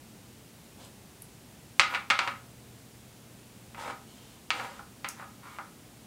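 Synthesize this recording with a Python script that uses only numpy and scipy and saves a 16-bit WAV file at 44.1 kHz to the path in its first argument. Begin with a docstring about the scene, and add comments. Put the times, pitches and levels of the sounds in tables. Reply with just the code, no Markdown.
"""Sauce is spread over dough in a thin metal baking pan on a tiled kitchen counter.
Over a bed of rumble, mains hum and hiss, the pushing hand scrapes the pan briefly and bracelets tick.
Around 2 s the pan rocks and clatters down on the tiles, ringing in its modes, as the hum swells.
From 3.7 s come lighter knocks and stick-slip scrapes, a faint soft rasp of sauce on the dough at 4.1 s
and one more bracelet click. The small hard room answers each contact."""
import sys
import numpy as np
from scipy import signal
from scipy.fft import rfft, irfft, next_fast_len
from scipy.io import wavfile
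from scipy.ndimage import uniform_filter1d

SR = 44100
rng = np.random.default_rng(int(sys.argv[2]) if len(sys.argv) > 2 else 0)


def unload_wav(signal):
    """Save mono or channel-first audio to the path in sys.argv[1] as 16-bit WAV at rate SR, clipped to [-1, 1]."""
    wavfile.write(
        sys.argv[1],
        SR,
        np.round(np.clip(np.atleast_2d(signal).T, -1, 1) * 32767).astype(np.int16),
    )


N = 267246
TIME = np.arange(N) / SR
RING = np.arange(SR // 3) / SR  # time since a contact [s]


def amp(db):
    """Decibels to linear gain."""
    return 10 ** (np.asarray(db) / 20)


def unit(x):
    """Scale to rms 1."""
    return x / np.sqrt(np.mean(x ** 2) + 1e-20)


def normed(x):
    """Scale to energy 1."""
    return x / (np.linalg.norm(x) + 1e-20)


def along(points, hz):
    """Read a curve of (frequency [Hz], value) points on a log frequency axis."""
    f, v = np.transpose(points)
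    return np.interp(np.log(hz + 1), np.log(f + 1), v)


def coloured(x, gain_db):
    """Minimum-phase EQ whose gain in dB is a function of frequency."""
    m = 2 * next_fast_len(len(x) // 2 + SR // 16)
    cepstrum = irfft(np.log(amp(gain_db(np.fft.rfftfreq(m, 1 / SR))) + 1e-6))
    cepstrum[1:m // 2] *= 2
    cepstrum[m // 2 + 1:] = 0
    return irfft(rfft(x, m) * np.exp(rfft(cepstrum)))[:len(x)]


def shaped(x, points):
    """EQ drawn through (frequency [Hz], gain [dB]) points."""
    return coloured(x, lambda hz: along(points, hz))


def evened(x, spectrum, width_hz=200):
    """Pull the broad bands of x onto a spectrum; the fine structure stays."""
    power = uniform_filter1d(np.abs(rfft(x)) ** 2, max(1, round(width_hz * len(x) / SR)))
    grid = np.fft.rfftfreq(len(x), 1 / SR)
    band_db = lambda hz: 10 * np.log10(np.interp(hz, grid, np.abs(power)) + 1e-9)
    return normed(coloured(x, lambda hz: along(spectrum, hz) - band_db(hz)))


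def dying_noise(t60_points):
    """Noise of energy 1 in which each frequency dies at its own speed."""
    hz, t, bands = signal.stft(rng.standard_normal(len(RING)), SR, nperseg=128)
    decay = amp(-60 * t / along(t60_points, hz)[:, None])
    return normed(signal.istft(bands * decay, SR, nperseg=128)[1][:len(RING)])


def add(track, start, sound):
    """Mix a sound in at a start time in seconds."""
    part = track[max(round(start * SR), 0):][:len(sound)]
    part += sound[:len(part)]


def room_tone(rumble_db=-56, hiss_db=-56.5, hum_db=-65.5, whine_db=-80, split_hz=400):
    """Steady rumble, microphone hiss and a thin electric whine, with a mains hum that swells once."""
    # noise bed: (frequency [Hz], spectral density [dB])
    bed_spectrum = [(15, -56), (25, -24), (60, -9.5), (105, -6), (170, -6.5), (222, -4), (260, -8.5),
                    (360, -12.5), (570, -18), (820, -19.5), (1100, -23.5), (1600, -25), (2600, -25),
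                    (5000, -27.5), (9000, -27.5), (15700, -34)]
    mains_hz, whine_hz = 120, 15000
    swell_db, peak_s, rise_s, ebb_s = 7, 2.23, .6, 2.4
    m = next_fast_len(N)
    hz = np.fft.rfftfreq(m, 1 / SR)
    noise = rfft(rng.standard_normal(m)) * amp(along(bed_spectrum, hz))
    lowpass = 1 / (1 + (hz / split_hz) ** 4)
    rumble = unit(irfft(noise * lowpass, m)[:N])
    hiss = unit(irfft(noise * (1 - lowpass), m)[:N])
    tone = lambda pitch: unit(np.sin(2 * np.pi * (pitch * TIME + rng.random())))
    swell = np.exp(-((TIME - peak_s) / np.where(TIME < peak_s, rise_s, ebb_s)) ** 2)
    hum = amp(hum_db + swell_db * swell) * tone(mains_hz)
    return amp(rumble_db) * rumble + amp(hiss_db) * hiss + hum + amp(whine_db) * tone(whine_hz)


def scrapes_and_sauce(groan_trim_db=-1, grit_trim_db=-6, modes_db=-5, attack_s=0.019, release_s=0.021):
    """Friction: the pan groans and grates over the tiles; sauce spread on the dough rasps softly."""
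    # strokes: (start [s], length [s], groan [dB], grit [dB], swell to the end [dB], belly [dB])
    # the long, faint one at 4.06 s is the sauce; the others are the pan
    strokes = [(.775, .095, -55, -54.5, 0, 8), (1.89, .075, -37.5, -52, 5, -5),
               (2.221, 0.088, -46.5, -54, 1, -2), (3.765, .165, -43, -50, -3, 3.5),
               (4.06, 0.31, -68.5, -59.5, -2, 0), (4.53, .155, -42, -49.5, -7, 2.5),
               (4.67, .14, -54, -57.5, -5, -3.5), (5.16, .085, -47.5, -65, 6, -11),
               (5.419, 0.17, -50.5, -62, 0, -8)]
    # tone of the groan: (frequency [Hz], gain [dB])
    groan_eq = [(150, -21.5), (250, -6), (420, -11.5), (520, -1.5), (650, -7.5), (830, -1.5), (1020, 1.5),
                (1270, -4.5), (1560, -4.5), (2200, -9), (3100, -17.5), (4200, -23.5), (6000, -30)]
    # tone of the rasp: (frequency [Hz], gain [dB])
    grit_eq = [(1500, -12), (3000, 7.5), (4600, 3), (5800, -0.5), (7800, 1), (10000, -5), (15000, -26)]
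    out = np.zeros(N)
    for start, length, groan_db, grit_db, swell_db, belly_db in strokes:
        t = np.arange(0, length, 1 / SR)
        fades = np.clip(np.minimum(t / attack_s, (length - t) / release_s), 0, 1)
        envelope = fades * amp(swell_db * (t / length - .5))
        jerks = unit(stick_slip(len(t), per_second=1800, spread_db=4.5))
        grit = unit(shaped(stick_slip(len(t), per_second=3700, spread_db=4), grit_eq))
        body = normed(shaped(bending_wave(), groan_eq))
        body += amp(modes_db) * normed(shaped(pan_ring(), groan_eq))
        body = normed(shaped(body, [(650, belly_db), (1000, 0)]))  # low shelf
        groan = signal.fftconvolve(amp(groan_db + groan_trim_db) * envelope * jerks, body)
        rasp = amp(grit_db + grit_trim_db) * envelope * grit
        add(out, start, in_kitchen(groan, wet_db=-5))
        add(out, start, in_kitchen(rasp, wet_db=1.5))
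    return out


def stick_slip(size, per_second, spread_db):
    """Friction catches and lets go: tiny jerks at random moments and of uneven size."""
    jerks = rng.random(size) < per_second / SR
    return jerks * rng.choice([-1, 1], size) * amp(spread_db * rng.standard_normal(size))


def bending_wave(delay_at_1khz_s=0.001225):
    """An impulse crosses the metal sheet and smears into a chirp: the treble runs ahead."""
    hz = np.fft.rfftfreq(len(RING), 1 / SR)
    phase = 4 * np.pi * np.sqrt(1000 * hz) * delay_at_1khz_s
    return normed(irfft(np.exp(-1j * phase), len(RING)))


def pan_ring(scatter_db=2):
    """The ring of the pan; each contact point stirs the modes differently."""
    # the pan's clearest modes: (frequency [Hz], relative level [dB], t60 [s])
    modes = [(530, -13, .25), (557, -9, .3), (781, -6, .35), (817, -6, .35), (948, -4, .3),
             (1040, -11, .25), (1238, 0, .32), (1280, 0, .35), (1354, 1, .32), (1425, -4, .3),
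             (1448, -4, .3), (1680, -7, .3), (1775, -8, .25), (1958, -8, .22), (2064, -4, .25),
             (2196, -4, .22), (2319, -1, .2), (2517, -6, .2), (2776, -4, .22), (3332, -12, .16),
             (3846, -12, .18), (4400, -15, .16), (4683, -14, .16)]
    hz, db, t60 = np.transpose(modes)[:, :, None]
    strength = amp(db + scatter_db * rng.standard_normal(hz.shape))
    phase = rng.uniform(0, 2 * np.pi, hz.shape)
    decay = np.exp(-np.log(1000) * RING / t60)
    return normed(np.sum(strength * decay * np.sin(2 * np.pi * hz * RING + phase), axis=0))


def in_kitchen(x, wet_db, build_s=0.00054):
    """A sound plus the tiled room's answer, a new tail for each place of contact."""
    # reverb decay: (frequency [Hz], t60 [s])
    reverb_times = [(300, 0.4), (800, 0.35), (2100, 0.32), (5500, 0.27), (12000, 0.19)]
    room = amp(wet_db) * normed(dying_noise(reverb_times) * (1 - np.exp(-RING / build_s)))
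    room[0] += 1  # direct sound
    return signal.fftconvolve(x, room)


def bracelet_ticks(contact_s=0.0048, gain_db=15.5, skirt_db=-20):
    """Small hard beads meet with a bright click and a brief buzz."""
    # bead hits: (time [s], relative level [dB], centre [Hz], width [octaves])
    ticks = [(0.847, -47, 9000, 0.27), (1.22, -35, 10200, .22), (5.0864, -26.5, 7600, 0.5)]
    out = np.zeros(N)
    for start, db, centre_hz, octaves in ticks:
        burst = normed(rng.standard_normal(len(RING)) * np.exp(-(RING / contact_s) ** 2))
        add(burst, contact_s / 2, [1.0])  # the click inside the buzz
        bell = lambda hz: np.exp(-.5 * (np.log2((hz + 1) / centre_hz) / octaves) ** 2)
        tick = normed(coloured(burst, lambda hz: 20 * np.log10(bell(hz) + amp(skirt_db))))
        add(out, start, amp(db + gain_db) * in_kitchen(tick, wet_db=-3.5))
    return out


def pan_knocks(strike_db=-3, sheet_db=-2.0, modes_db=-3.8, gain_db=21.5, clean_hit_s=0.0039):
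    """The rim strikes and chatters for a few ms; the dough soon damps the sheet, a few modes ring on."""
    # the pan lands on the tiles: (time [s], relative level [dB], hardness [dB], chatter [s])
    hits = [(1.7958, -9, 2.5, 0.0079), (1.938, -25.5, -3, .008), (1.9477, -21.5, 3, .015),
            (2.1013, -18, 8, 0.011), (2.1073, -15, -3, 0.0043), (2.1901, -15.5, 0, 0.004),
            (2.2015, -21.5, -20, .0025), (2.2752, -21.5, -1, 0.0085), (3.7462, -39.5, 0.5, 0.0045),
            (3.8486, -37, -7, 0.0028), (3.8776, -29, -10, .008), (3.9, -31.5, -6, .009),
            (4.5045, -22, 7.5, .0009), (4.5976, -28, -4, .006), (4.6463, -34.5, -5, 0.0075),
            (4.793, -35.5, -17, 0.0028), (5.045, -26.5, 1.5, .0062), (5.197, -36, -11, .0025),
            (5.2247, -37, -18, .003), (5.5863, -27, -14, 0.0015)]
    # the sheet's crowd of short-lived modes: (frequency [Hz], spectral density [dB])
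    sheet_spectrum = [(100, -39), (250, -11), (450, -15.5), (560, -11), (660, -8.5), (950, -0.5), (1350, 3),
                      (1650, -2.5), (2300, 1), (3300, -7), (4700, -11), (5300, -16), (8000, -21.5),
                      (11000, -36), (16000, -56)]
    # their decay under the dough: (frequency [Hz], t60 [s])
    sheet_damping = [(600, 0.061), (1400, 0.05), (3000, 0.034), (8000, 0.022)]
    out, strike = np.zeros(N), bending_wave()
    for start, db, hard_db, chatter_s in hits:
        buzz = normed(np.exp(-(RING / chatter_s) ** 2) * rng.standard_normal(len(RING)))
        clean = min(1, clean_hit_s / chatter_s)  # long chatter softens the first strike
        contact = clean * amp(strike_db) * strike + buzz + amp(sheet_db) * dying_noise(sheet_damping)
        clash = in_kitchen(contact, wet_db=-4.5)[:len(RING)]
        blow = evened(clash, sheet_spectrum) + amp(modes_db) * pan_ring()
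        add(out, start, amp(db + gain_db) * shaped(blow, knock_eq(db, hard_db, chatter_s)))
    return out


def knock_eq(db, hard_db, chatter_s, middling_db=-21, crack_loss_db_per_s=350):
    """Colour of one blow: a light landing sounds hollow, a hard, forceful and short one cracks."""
    force_db = db - middling_db
    belly_db = -1 - 0.2948 * force_db
    crack_db = -1 + 0.456 * force_db + hard_db - crack_loss_db_per_s * chatter_s
    return [(850, belly_db), (1250, 0), (1500, 0), (2600, hard_db), (7000, crack_db)]


def scene():
    """Everything at one microphone above the counter."""
    return (room_tone() + pan_knocks() + scrapes_and_sauce() + bracelet_ticks())[None]


def record(dry):
    """A brick-wall low-pass takes off the very top."""
    top_hz = 15800
    m = next_fast_len(N + SR // 2)
    passband = np.fft.rfftfreq(m, 1 / SR) < top_hz
    return irfft(rfft(dry, m) * passband, m)[..., :N]


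dry = scene()
out = record(dry)
unload_wav(out)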